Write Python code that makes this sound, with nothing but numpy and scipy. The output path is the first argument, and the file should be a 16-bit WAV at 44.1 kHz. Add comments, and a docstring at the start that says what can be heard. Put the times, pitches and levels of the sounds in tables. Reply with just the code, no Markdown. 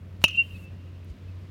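"""A metal bat hits a baseball on an open field: noise and a pressure pulse for the crack, damped modes for
the knock and barrel ping. Screens echo the blow with slower decay; ground and fences scatter the ping as noise.
Enveloped tones give the ring that swells again in the follow-through, and the far trees' returns.
A wavering engine hum and shaped noise for air and rumble lie beneath; noise swells give a bat swish, diffuse
treble echoes and a foot scuff, with faint hiss, ticks and bumps."""
import sys
import numpy as np
from scipy import signal
from scipy.fft import rfft, irfft
from scipy.io import wavfile

SR = 44100
rng = np.random.default_rng(int(sys.argv[2]) if len(sys.argv) > 2 else 0)


def unload_audio(sound):
    """Save the sound as a 16-bit wav file, at the path given as the first command line argument."""
    columns = np.transpose(np.atleast_2d(sound))
    # keep every value between -1 and 1, then stretch to whole-number steps
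    steps = np.round(np.clip(columns, -1, 1) * 32767)
    wavfile.write(sys.argv[1], SR, steps.astype(np.int16))


N = 66150
T = np.arange(N) / SR
HIT_S = .2403

# contact noise spectrum: (frequency [Hz], relative level per Hz [dB])
CRACK_SPECTRUM = [(60, -21.5), (250, -3.5), (780, -9.5), (1300, 4.5), (1800, -3), (3300, 0.5), (4500, 2),
                  (7000, 0.5), (7800, -21.5), (8800, -6.5), (13300, -20.5), (15200, -13), (17000, -12.5)]


def amp(db):
    """Decibels to gain."""
    return 10 ** (np.asarray(db) / 20)


def noise(gain_at):
    """Unit-RMS noise whose spectrum follows a gain function of frequency."""
    f = np.maximum(np.arange(N // 2 + 1) * SR / N, 1)
    x = irfft(rfft(rng.standard_normal(N)) * gain_at(f), N)
    return x / x.std()


def coloured(points):
    """Unit noise with a spectrum of (Hz, dB) points, interpolated over log frequency."""
    hz, db = np.array(points).T
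    return noise(lambda f: amp(np.interp(np.log(f), np.log(hz), db)))


def band(hz, octaves):
    """Unit noise in a bell-shaped band."""
    return noise(lambda f: np.exp(-.5 * (np.log2(f / hz) / octaves) ** 2))


def walk(rate_hz):
    """Slow random motion with unit spread."""
    return noise(lambda f: 1 / (1 + (f / rate_hz) ** 2))


def fall(start_s, t60_s, hold_s=0):
    """Sudden start, hold, exponential decay."""
    return (T >= start_s) * np.exp(-np.log(1000) * np.maximum(T - start_s - hold_s, 0) / t60_s)


def swell(at_s, spread_s):
    """Bell-shaped rise and fall."""
    return np.exp(-.5 * ((T - at_s) / spread_s) ** 2)


def turns(hz):
    """Phase of a moving pitch, in radians."""
    return 2 * np.pi * np.cumsum(hz) / SR


def tones(table, waver_hz):
    """Bell-shaped tone swells, each at its own slightly wavering pitch."""
    total = np.zeros(N)
    for at_s, hz, db, spread_s in table:
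        phase = turns(hz + waver_hz * walk(40))
        total += amp(db) * swell(at_s, spread_s) * np.sin(phase)
    return total


def engine_hum():
    """Distant engine: a wavering fundamental and its octave, with moving level."""
    # (time [s], fundamental RMS level [dB])
    levels = [(0.0, -43), (0.254, -38), (0.27, -41.5), (0.504, -44.5), (0.542, -38.5), (0.684, -47),
              (0.726, -37), (0.76, -45), (0.838, -41), (1.114, -41.5), (1.152, -68), (1.182, -47),
              (1.278, -36.5), (1.436, -40.5), (1.466, -46.5), (1.5, -40.5)]
    mean_hz, wander_ratio, octave_db = 90.84, .0096, -22
    s, db = np.array(levels).T
    phase = turns(mean_hz * (1 + wander_ratio * walk(4)))
    wave = np.sin(phase) + amp(octave_db) * np.sin(2 * phase)
    return np.sqrt(2) * amp(np.interp(T, s, db)) * wave


def treble_air():
    """Treble air noise: band noise, quieter before the hit, at a slowly changing level."""
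    # (time [s], level [dB])
    levels = [(0, -71.5), (.2, -67), (.5, -65), (.8, -67.5), (1.1, -65.5), (1.5, -65)]
    s, db = np.array(levels).T
    return amp(np.interp(T, s, db)) * band(2300, .85)


def open_air():
    """Open air: shaped noise with a slightly wandering level."""
    # (frequency [Hz], relative level per Hz [dB])
    spectrum = [(90, -16), (130, 0.5), (185, -1), (230, -7.5), (320, -9.5), (430, -15), (620, -17.5),
                (780, -27), (1000, -24), (1500, -28), (2600, -31), (4000, -43), (7400, -48.5), (16000, -49)]
    level_db, wander_db = -50, .7
    return coloured(spectrum) * amp(level_db + wander_db * walk(5))


def air_rumble():
    """Light rumble of air: low-frequency shaped noise."""
    # (frequency [Hz], relative level per Hz [dB])
    spectrum = [(15, -38.5), (30, -12.5), (52, 22), (80, 22.5), (120, 11.5), (170, -46)]
    return amp(-50.5) * coloured(spectrum)


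def hiss():
    """Thin treble noise, faded in and out around the hit."""
    start_s, stop_s, fade_s, level_db = .205, .655, .008, -66.5
    fade_in = np.clip((T - start_s) / fade_s, 0, 1)
    fade_out = np.clip((stop_s - T) / fade_s + .5, 0, 1)
    return amp(level_db) * fade_in * fade_out * band(10000, 1.4)


def faint_ticks():
    """Sudden band-noise bursts with exponential decay."""
    # (time [s], level [dB], centre [Hz], bandwidth spread [octaves], T60 [s])
    bursts = [(.2168, -45, 1400, 1.2, .025), (1.045, -62, 12000, .5, .032)]
    return sum(amp(db) * fall(at_s, t60_s) * band(hz, octaves) for at_s, db, hz, octaves, t60_s in bursts)


def noise_swells():
    """Bat swish before the hit, diffuse treble echoes after it, a late foot scuff: swells of band noise."""
    # (time [s], time spread [s], centre [Hz], bandwidth spread [octaves], level [dB])
    swells = [(.229, .006, 900, 2.2, -57), (.366, .01, 6500, .25, -62), (.369, .011, 3700, .25, -59),
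              (.56, .012, 3900, .18, -61), (1.098, .015, 3500, .9, -66)]
    return sum(amp(db) * swell(at_s, spread_s) * band(hz, octaves)
               for at_s, spread_s, hz, octaves, db in swells)


def contact(at_s):
    """First-touch click, a pressure swing as the barrel dents, then the crack and its ground scatter."""
    click_lead_s, click_db, click_t60_s = .0006, -17, .011
    push_width_s, push_db = .00008, -4.5
    crack_db, crack_t60_s = -21.5, .0096
    scatter_db, scatter_t60_s = -30, .055
    click = amp(click_db) * band(14000, 4.8) * fall(at_s - click_lead_s, click_t60_s)
    u = (T - at_s) / push_width_s - 4  # peak four widths after contact
    push = amp(push_db) * (1 - u ** 2) * np.exp(-.5 * u ** 2)
    crack_level = amp(crack_db) * fall(at_s, crack_t60_s)
    scatter_level = amp(scatter_db) * fall(at_s, scatter_t60_s)
    return click + push + coloured(CRACK_SPECTRUM) * (crack_level + scatter_level)


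def knock(at_s):
    """The blow bends the whole bat: low, quickly damped modes."""
    # bending modes: (frequency [Hz], initial level [dB], T60 [s])
    modes = [(175, -21, .034), (260, -24, .024), (380, -23, .022), (612, -18.5, .028), (925, -17, .022),
             (1200, -25, .017)]
    return sum(amp(db) * fall(at_s, t60_s) * np.sin(2 * np.pi * hz * (T - at_s)) for hz, db, t60_s in modes)


def ping(at_s):
    """Barrel modes of alternating polarity beat together; each flutters once the bat is moving on."""
    # barrel modes: (frequency [Hz], initial level [dB], T60 [s])
    modes = [(2430, -27, .02), (2640, -13, .055), (2860, -8.3, .018), (3055, -28, .11), (2762, -37, .22),
             (3805, -34, .055), (2580, -35, .3), (4490, -38, .035), (5110, -36, .04), (5620, -38, .08),
             (6065, -39, .05), (6890, -37, .025), (9075, -39, .045), (10920, -42, .03), (11765, -47, .05)]
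    hold_s, flutter_db, flutter_hz, flutter_onset_s = .0062, 4.5, 45, .02
    depth_db = flutter_db * np.clip((T - at_s) / flutter_onset_s, 0, 1) ** 2
    total = np.zeros(N)
    for k, (hz, db, t60_s) in enumerate(modes):
        polarity = -(-1) ** k
        level = amp(db + depth_db * walk(flutter_hz)) * fall(at_s, t60_s, hold_s)
        total += polarity * level * np.sin(2 * np.pi * hz * (T - at_s))
    return total


def field_scatter():
    """Ping scattered by ground and fences: flickering shaped noise with fast and slow decays."""
    # (frequency [Hz], relative level per Hz [dB])
    spectrum = [(1200, -43), (2350, -22.5), (2500, -12), (2590, 6), (2690, -15), (2770, 4), (2825, 0.5),
                (2880, 5), (2980, -23.5), (3070, 1.5), (3180, -23), (4700, -35.5), (5600, -28),
                (6600, -42.5), (16000, -54)]
    early_db, early_t60_s = -28, .39
    late_db, late_t60_s = -57, 2.5
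    flicker_db = 3
    tail = amp(early_db) * fall(HIT_S, early_t60_s) + amp(late_db) * fall(HIT_S, late_t60_s)
    return coloured(spectrum) * tail * amp(flicker_db * walk(25))


def screen_echoes():
    """Screens return the blow as smeared noise, a ping and a narrow glint."""
    # (time [s], noise level [dB], glint level [dB])
    returns = [(0.2815, -36, -45.5), (0.3073, -47, -63)]
    noise_t60_s, ring_db = .036, -1.5  # ring gain is relative to the noise level
    glint_hz, glint_t60_s = 6030, .055
    total = np.zeros(N)
    for at_s, db, glint_db in returns:
        burst = coloured(CRACK_SPECTRUM) * fall(at_s, noise_t60_s)
        total += amp(db) * (burst + amp(ring_db) * ping(at_s))
        total += amp(glint_db) * fall(at_s, glint_t60_s) * band(glint_hz, .03)
    return total


def follow_through():
    """The swing turns the ringing barrel past the listener: a moving tone, its octave and side lobes."""
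    # main ring: (time [s], pitch [Hz], RMS level [dB])
    sweep = [(.3, 2667, -48.5), (0.328, 2749, -46), (0.354, 2743, -33), (0.37, 2734, -48),
             (.378, 2767, -22.5), (0.388, 2756, -17), (.396, 2761, -16), (.408, 2763, -19),
             (0.422, 2753, -28.5), (.432, 2680, -58.5), (0.441, 2824, -44), (0.473, 2697, -93)]
    # side lobes: (time [s], pitch [Hz], peak level [dB], time spread [s])
    lobes = [(.352, 2592, -33.5, 0.012), (.374, 3055, -40.5, .017), (.408, 2605, -46, 0.0096),
             (.415, 3062, -51, 0.043)]
    octave_db = -52
    s, hz, db = np.array(sweep).T
    phase = turns(np.interp(T, s, hz))
    level = np.sqrt(2) * np.interp(T, s, amp(db), left=0, right=0)
    ring = level * (np.sin(phase) + amp(octave_db) * np.sin(2 * phase))
    return ring + tones(lobes, waver_hz=4)


def far_trees():
    """Far trees return the ping as separate tone swells."""
    # (time [s], pitch [Hz], peak level [dB], time spread [s])
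    returns = [(.522, 2765, -49, 0.016), (.558, 2585, -45, 0.0091), (.597, 2750, -51.5, 0.0082),
               (.655, 2654, -51, 0.025), (.778, 2560, -71, 0.0079), (.818, 2780, -63.5, 0.029),
               (1.291, 2605, -57.5, 0.008)]
    return tones(returns, waver_hz=2.5)


def low_bumps():
    """Soft bumps: short, low, wavering tone swells."""
    # (time [s], pitch [Hz], peak level [dB], time spread [s])
    swells = [(.54, 64, -38.5, 0.0064), (1.112, 66, -33.5, 0.0089)]
    return tones(swells, waver_hz=9)


def scene():
    """Sum of all sources at the microphone, one channel."""
    background = engine_hum() + treble_air() + open_air() + air_rumble()
    small_sounds = hiss() + faint_ticks() + noise_swells() + low_bumps()
    blow = contact(HIT_S) + knock(HIT_S) + ping(HIT_S)
    surroundings = field_scatter() + screen_echoes() + far_trees()
    return (background + small_sounds + blow + surroundings + follow_through())[None]


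def record(dry):
    """The microphone sheds deep bass; the recorder clips at full scale, then cuts the top."""
    low_cut_hz, top_hz = 44, 16300
    high_pass = signal.butter(2, low_cut_hz, "high", fs=SR, output="sos")
    low_pass = signal.ellip(8, .2, 70, top_hz, fs=SR, output="sos")
    x = signal.sosfilt(high_pass, dry)
    return signal.sosfilt(low_pass, np.clip(x, -1, 1))


dry = scene()
out = record(dry)
unload_audio(out)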